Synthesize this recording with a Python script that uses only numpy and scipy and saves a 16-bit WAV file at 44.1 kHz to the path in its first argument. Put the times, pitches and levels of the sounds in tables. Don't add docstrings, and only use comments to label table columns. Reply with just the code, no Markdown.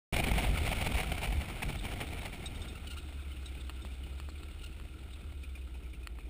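import sys
import numpy as np
from scipy import signal
from scipy.fft import rfft, irfft
from scipy.io import wavfile
from scipy.ndimage import uniform_filter1d

SR = 44100
rng = np.random.default_rng(int(sys.argv[2]) if len(sys.argv) > 2 else 0)


def bounce(signal):
    frames = np.transpose(np.atleast_2d(signal))
    limited = np.clip(frames, -1, 1)
    pcm = np.round(limited * 32767).astype(np.int16)
    wavfile.write(sys.argv[1], SR, pcm)


N = 277477


def from_db(db):
    return 10 ** (np.asarray(db) / 20)


def rms_one(x):
    return x / np.sqrt(np.mean(x ** 2) + 1e-20)


def automation(rows):
    s, *columns = np.transpose(rows)
    return [np.interp(np.arange(N) / SR, s, c) for c in columns]


def colour(x, points):
    hz, db = np.transpose(points)
    grid = np.maximum(np.arange(N // 2 + 1) * SR / N, 1)
    return irfft(rfft(x) * from_db(np.interp(np.log(grid), np.log(hz), db)), N)


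def resonance(x, hz, width_hz):
    r = np.exp(-np.pi * width_hz / SR)
    poles = [1, -2 * r * np.cos(2 * np.pi * hz / SR), r * r]
    return signal.lfilter((1 - r * r) / 2 * np.array([1, 0, -1]), poles, x + 1e-18)


def modes(x, table):
    return sum(from_db(db) * resonance(x, hz, width) for hz, width, db in table)


def drift(rate_hz):
    r = np.exp(-2 * np.pi * rate_hz / SR)
    return rms_one(signal.lfilter([1], [1, -2 * r, r * r], rng.standard_normal(N + SR))[SR:])


def grains(spread_db):
    return rms_one(rng.standard_normal(N) * from_db(spread_db * np.minimum(rng.exponential(1, N), 6)))


# time in seconds, four-stroke cycles per second.
REVS = [(0.0, 13.773), (1.5, 12.29), (2.0, 11.31), (2.8, 9.39), (3.4, 8.4), (3.7, 8.09), (3.9, 8.12),
        (4.1, 8.39), (4.3, 9.04), (4.5, 9.52), (4.9, 10.36), (5.05, 10.27), (5.35, 8.84), (5.5, 8.35),
        (5.8, 7.75), (6.29, 7.38)]
def cycles():
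    return np.cumsum(automation(REVS)[0]) / SR


# place in the cycle from 0 to 1, tap accent in dB, hum accent in dB.
VALVES = [(.07, -5, -2), (.31, -1, -13), (.54, -1.5, 0.5), (.81, -4, -21)]
def valve_swells():
    phase = cycles() % 1
    place, tap_db, hum_db = np.transpose(VALVES)[:, :, None]
    swells = np.exp(-((phase - place) / 0.081) ** 2)
    return from_db(tap_db) * swells, from_db(hum_db) * swells


def drive_line_hum(hz=311.4, width_hz=121):
    _, swells = valve_swells()
    pulsing = rng.standard_normal(N) * (0.93 + swells.sum(axis=0))
    hum = resonance(resonance(pulsing, hz, width_hz), hz, 2 * width_hz)
    core = resonance(hum, hz, width_hz=13)
    return rms_one(hum) * from_db(-62) + rms_one(core) * from_db(-71)


# pitch in Hz, width in Hz, gain in dB.
CLATTER_MODES = [(1360, 153, 1), (2135, 48, -3.5), (2520, 44, 2.5), (2866, 296, -1), (3566, 360, -2.5),
                 (4250, 310, -13.5), (5500, 270, -16.5)]
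def valve_clatter(level_db):
    cycle, out = cycles().astype(int), 0
    taps, _ = valve_swells()
    for hz, width, db in CLATTER_MODES:
        accents = from_db(7.7 * rng.standard_normal((cycle[-1] + 1, len(VALVES))))
        envelope = 1.53 + (taps * accents[cycle].T).sum(axis=0)
        out += from_db(db) * resonance(grains(spread_db=1.5) * envelope, hz, width)
    return rms_one(out) * from_db(level_db)


# start in seconds, level in dB, dying time in seconds.
BUMPS = [(0.1257, -40.5, 0.026), (0.163, -31, 0.0072), (0.187, -32.5, 0.021), (0.238, -35, 0.012),
         (0.264, -44.5, 0.037), (0.3133, -37.5, 0.0079), (0.3505, -43, 0.082), (0.428, -44.5, 0.04),
         (0.572, -41, 0.013), (0.662, -41, 0.017), (0.711, -39, 0.026), (0.783, -62, 0.0079),
         (0.81, -36.5, 0.013), (0.844, -45.5, 0.028), (0.861, -35.5, 0.016), (0.941, -44, 0.044),
         (0.979, -40.5, 0.04), (1.116, -41, 0.013), (1.1788, -35.5, 0.0066), (1.217, -42.5, 0.051),
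         (1.3215, -40.5, 0.0077), (1.409, -45, 0.035), (1.4966, -43, 0.013), (1.62, -38, 0.02),
         (1.685, -41, 0.022), (1.75, -42.5, 0.012), (1.839, -45, 0.021), (1.917, -48, 0.012),
         (2.003, -37.5, 0.014), (2.125, -49, 0.016), (2.2495, -48, 0.024), (2.33, -55, 0.022),
         (2.434, -59, 0.015), (3.55, -70, 0.023), (4.055, -66, 0.022), (4.78, -68, 0.012),
         (4.851, -62, 0.0081), (5.319, -57, 0.014), (5.573, -60, 0.012), (5.74, -62.5, 0.024)]
def bump_jolts():
    out, age = np.zeros(N), np.arange(SR // 5) / SR
    attack = 1 - np.exp(-age / 0.00062)
    for s, db, dying in BUMPS:
        i = round(s * SR)
        out[i:i + len(age)] += from_db(db) * attack * np.exp(-(age / dying) ** 5.9)
    return out


# frequency in Hz, gain in dB.
THUD_EQ = [(10, -22), (22, -4), (32, 8), (45, 8), (75, 15), (110, -10), (200, -57)]
def road_thud(shake_db):
    noise = rms_one(colour(rng.standard_normal(N), THUD_EQ))
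    return noise * from_db(-36 + 1.57 * shake_db + 3.7 * drift(15.0))


# frequency in Hz, gain in dB.
RUMBLE_EQ = [(50, 1), (90, 2.5), (140, 1), (200, -2.5), (300, -7.5), (420, -12.5), (600, -19), (900, -56)]
def tyre_rumble(level_db, lumps, jolts):
    noise = rms_one(colour(rng.standard_normal(N), RUMBLE_EQ))
    return noise * (from_db(level_db + 2.3 * drift(17.6) + 0.5 * lumps) + 0.57 * jolts)


# pitch in Hz, width in Hz, gain in dB.
PANEL_MODES = [(708, 200, 0.5), (2256, 410, -0.5), (2800, 46, -35), (5520, 67, 1)]
# frequency in Hz, gain in dB.
PANEL_EQ = [(240, -48), (400, -2.5), (485, -4), (746, -1.5), (936, -3.5), (1010, -6.5), (1410, -7),
            (1580, -8), (1730, -7), (2320, -1), (2620, -4), (2940, -3), (5010, -15.5), (5540, -14.5),
            (6000, -16), (7800, -60), (13200, -120)]
def panel_buzz(shake_db, lumps, jolts):
    contacts = grains(spread_db=2.0) * from_db(3.07 * drift(82))
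    buzz = rms_one(colour(contacts + modes(contacts, PANEL_MODES), PANEL_EQ))
    return buzz * (from_db(-40 + 1.24 * shake_db + 0.33 * lumps) + jolts)


# time in seconds, tyre rumble in dB, engine-bay clatter in dB.
RIDE_LEVELS = [(.125, -36.5, -56.5), (.7, -38.5, -46.5), (1.25, -41, -55.5), (1.55, -43.5, -55),
               (1.72, -43, -54), (1.8, -49, -53), (1.87, -42, -54.5), (2.5, -46.5, -55.5),
               (3, -53.5, -56.5), (4.5, -55, -59), (5.5, -58.5, -61), (6.29, -56.5, -67)]
def ride():
    rumble_db, clatter_db = automation(RIDE_LEVELS)
    shake_db = rumble_db + 37
    jolts, lumps = bump_jolts(), drift(9.6)
    road = road_thud(shake_db) + tyre_rumble(rumble_db, lumps, jolts) + panel_buzz(shake_db, lumps, jolts)
    return road + valve_clatter(clatter_db) + drive_line_hum()


# start in seconds, level in dB, pitch in Hz.
SQUEAKS = [(2.205, -49, 3800), (2.4575, -35.5, 3780), (2.555, -47.5, 3760), (2.6165, -42.5, 3640),
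           (2.682, -44.5, 3690), (2.752, -46.5, 2740), (2.967, -51, 2470), (3.3154, -49, 3030),
           (3.458, -42.5, 3730), (3.818, -50, 3620), (5.2091, -53, 2480), (5.435, -46.5, 2450),
           (5.552, -45.5, 2450), (5.742, -55, 2540), (5.931, -50, 2330), (6.03, -50, 2540)]
def fitting_squeaks(faint_from_s=3, faint_per_s=11):
    out, age = np.zeros(N + SR), np.arange(SR // 20) / SR
    span = N / SR - faint_from_s
    faint = [(faint_from_s + span * when, -58 + 5 * loud, 2520 * (1 + 0.098 * (2 * high - 1)))
             for when, loud, high in rng.random((int(faint_per_s * span), 3))]
    envelope = (1 - np.exp(-age / 0.00076)) * np.exp(-(age / 0.016) ** 2)
    for s, db, hz in list(SQUEAKS) + faint:
        i = round(s * SR)
        jitter, rub = rng.standard_normal((2, len(age)))
        waver = 0.11 * np.cumsum(uniform_filter1d(jitter, size=40))
        phase = 2 * np.pi * hz * age
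        tone = np.sin(phase + waver) + .2 * np.sin(1.45 * phase + waver) + .25 * rub
        catch = 0.59 * np.diff(rub, prepend=0) * np.exp(-age / 0.011)
        out[i:i + len(age)] += from_db(db) * (tone * envelope + catch)
    return out[:N]


# pitch in Hz, width in Hz, gain in dB.
JOINT_MODES = [(1410, 93, -5.5), (2870, 630, 1.5), (3740, 200, -0.5), (5300, 370, -15)]
# start in seconds, peak in dB, length in seconds.
CREAKS = [(2.867, -35.5, 0.018), (2.896, -36, 0.034), (2.911, -39, 0.037), (2.965, -35.5, 0.033),
          (4.613, -42, 0.018), (4.631, -36.5, 0.024), (4.658, -39, 0.013)]
def joint_creaks(slips_per_s=1426):
    out, age = np.zeros(N), np.arange(SR // 20) / SR
    for s, peak_db, length in CREAKS:
        i = round(s * SR)
        jitter, rough = rng.standard_normal((2, len(age)))
        slip_count = np.floor(np.cumsum(slips_per_s * (1 + .4 * jitter)) / SR)
        slips = np.diff(slip_count, prepend=0) > 0
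        swell = np.sin(np.pi * np.minimum(age / length, 1))
        creak = modes((slips * (1 + 0.23 * rough) + 0.052 * rough) * swell, JOINT_MODES)
        out[i:i + len(age)] += from_db(peak_db) * creak / np.abs(creak).max()
    return out


# pitch in Hz, gain in dB, seconds to fall by 60 dB.
BODY_MODES = [(1320, 5, 0.0074), (1830, -3.5, 0.015), (2790, 9, 0.0048), (3120, -10.5, 0.015),
              (3240, -5, 0.012), (4340, 1, 0.0096)]
# start in seconds, peak in dB, brightness as a low-pass cutoff in Hz.
TICKS = [(3.696, -27, 6000), (3.7017, -36, 4000), (3.8499, -31, 1630), (4.2, -29, 5960),
         (4.288, -32.5, 1700), (4.433, -38.5, 5000), (4.799, -36.5, 3020), (4.812, -44, 2500),
         (6.0721, -27, 7000), (6.187, -36.5, 1960)]
def grit_ticks(dull_hz=1420, ring_per_octave=0.58):
    out, age = np.zeros(N), np.arange(SR // 20) / SR
    click = np.exp(-((age - .0003) / 0.000063) ** 2)
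    for s, peak_db, bright_hz in TICKS:
        i, signs = round(s * SR), rng.choice([-1, 1], len(BODY_MODES))
        hardness = max(ring_per_octave * np.log2(bright_hz / dull_hz), 0)
        ring = sum(sign * from_db(db - 60 * age / t60) * np.sin(2 * np.pi * hz * age)
                   for sign, (hz, db, t60) in zip(signs, BODY_MODES))
        strike = hardness * ring / 2 + (1 - min(hardness, 1)) * click
        tick = signal.lfilter(*signal.butter(2, bright_hz, fs=SR), strike)
        out[i:i + len(age)] += from_db(peak_db) * tick / np.abs(tick).max()
    return out


CYLINDERS = [1.35, 1.4, 2.3, 2.5, -5.3, -5.5, -1.5, 4.7]
FIRING = [(7.4, 4.5, 0.88, .1), (8.1, 4.85, 0.7, 0.12), (8.9, 6.9, 0.74, 0.092), (9.5, 4.3, 1.05, 0.089),
          (10.2, 1.3, 1.42, 0.11), (10.8, 1.5, 0.73, 1.5), (12.2, 2.4, .85, 2.4), (12.7, 4, 1.7, 5.8),
          (13.8, 3.5, 4.1, 8.3)]
# frequency in Hz, gain in dB.
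MUFFLER_EQ = [(14, -26), (24, -9), (33, 3), (85, -0.5), (130, -21.5), (300, -52)]
# pitch in Hz, width in Hz, gain in dB.
CAB_MODES = [(63.6, 10.5, 0), (30, 28, 8.5)]
def engine():
    count = (8 * cycles()).astype(int)
    fires = np.flatnonzero(np.diff(count)) + 1
    cylinder = count[fires] % 8
    revs = automation(REVS)[0][fires]
    speeds, *columns = np.transpose(FIRING)
    base, uneven, imbalance = (np.interp(revs, speeds, c) for c in columns)
    imbalance *= from_db(3.8 * drift(5.7)[fires])
    pulses = np.zeros(N)
    pulses[fires] = base + uneven * np.array(CYLINDERS)[cylinder] + imbalance * (-1.) ** cylinder
    pulses[fires] += .25 * rng.standard_normal(len(fires))
    boom = modes(colour(pulses, MUFFLER_EQ), CAB_MODES)
    return from_db(-5.5) * resonance(boom, hz=35, width_hz=31)


def scene():
    return (engine() + ride() + fitting_squeaks() + joint_creaks() + grit_ticks())[None]


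def record(dry, silence_s=.1245, converter_edge_hz=5850, top_hz=15280):
    gated = dry * (np.arange(N) >= silence_s * SR)
    narrow = signal.sosfilt(signal.butter(8, converter_edge_hz, fs=SR, output="sos"), gated)
    samples = signal.resample_poly(narrow, 40, 147, axis=1)
    steps = np.repeat(samples, 15, axis=1)
    mirrored = signal.resample_poly(steps, 49, 200, axis=1)[:, :N]
    return signal.sosfilt(signal.ellip(10, .5, 50, top_hz, fs=SR, output="sos"), mirrored)


dry = scene()
out = record(dry)
bounce(out)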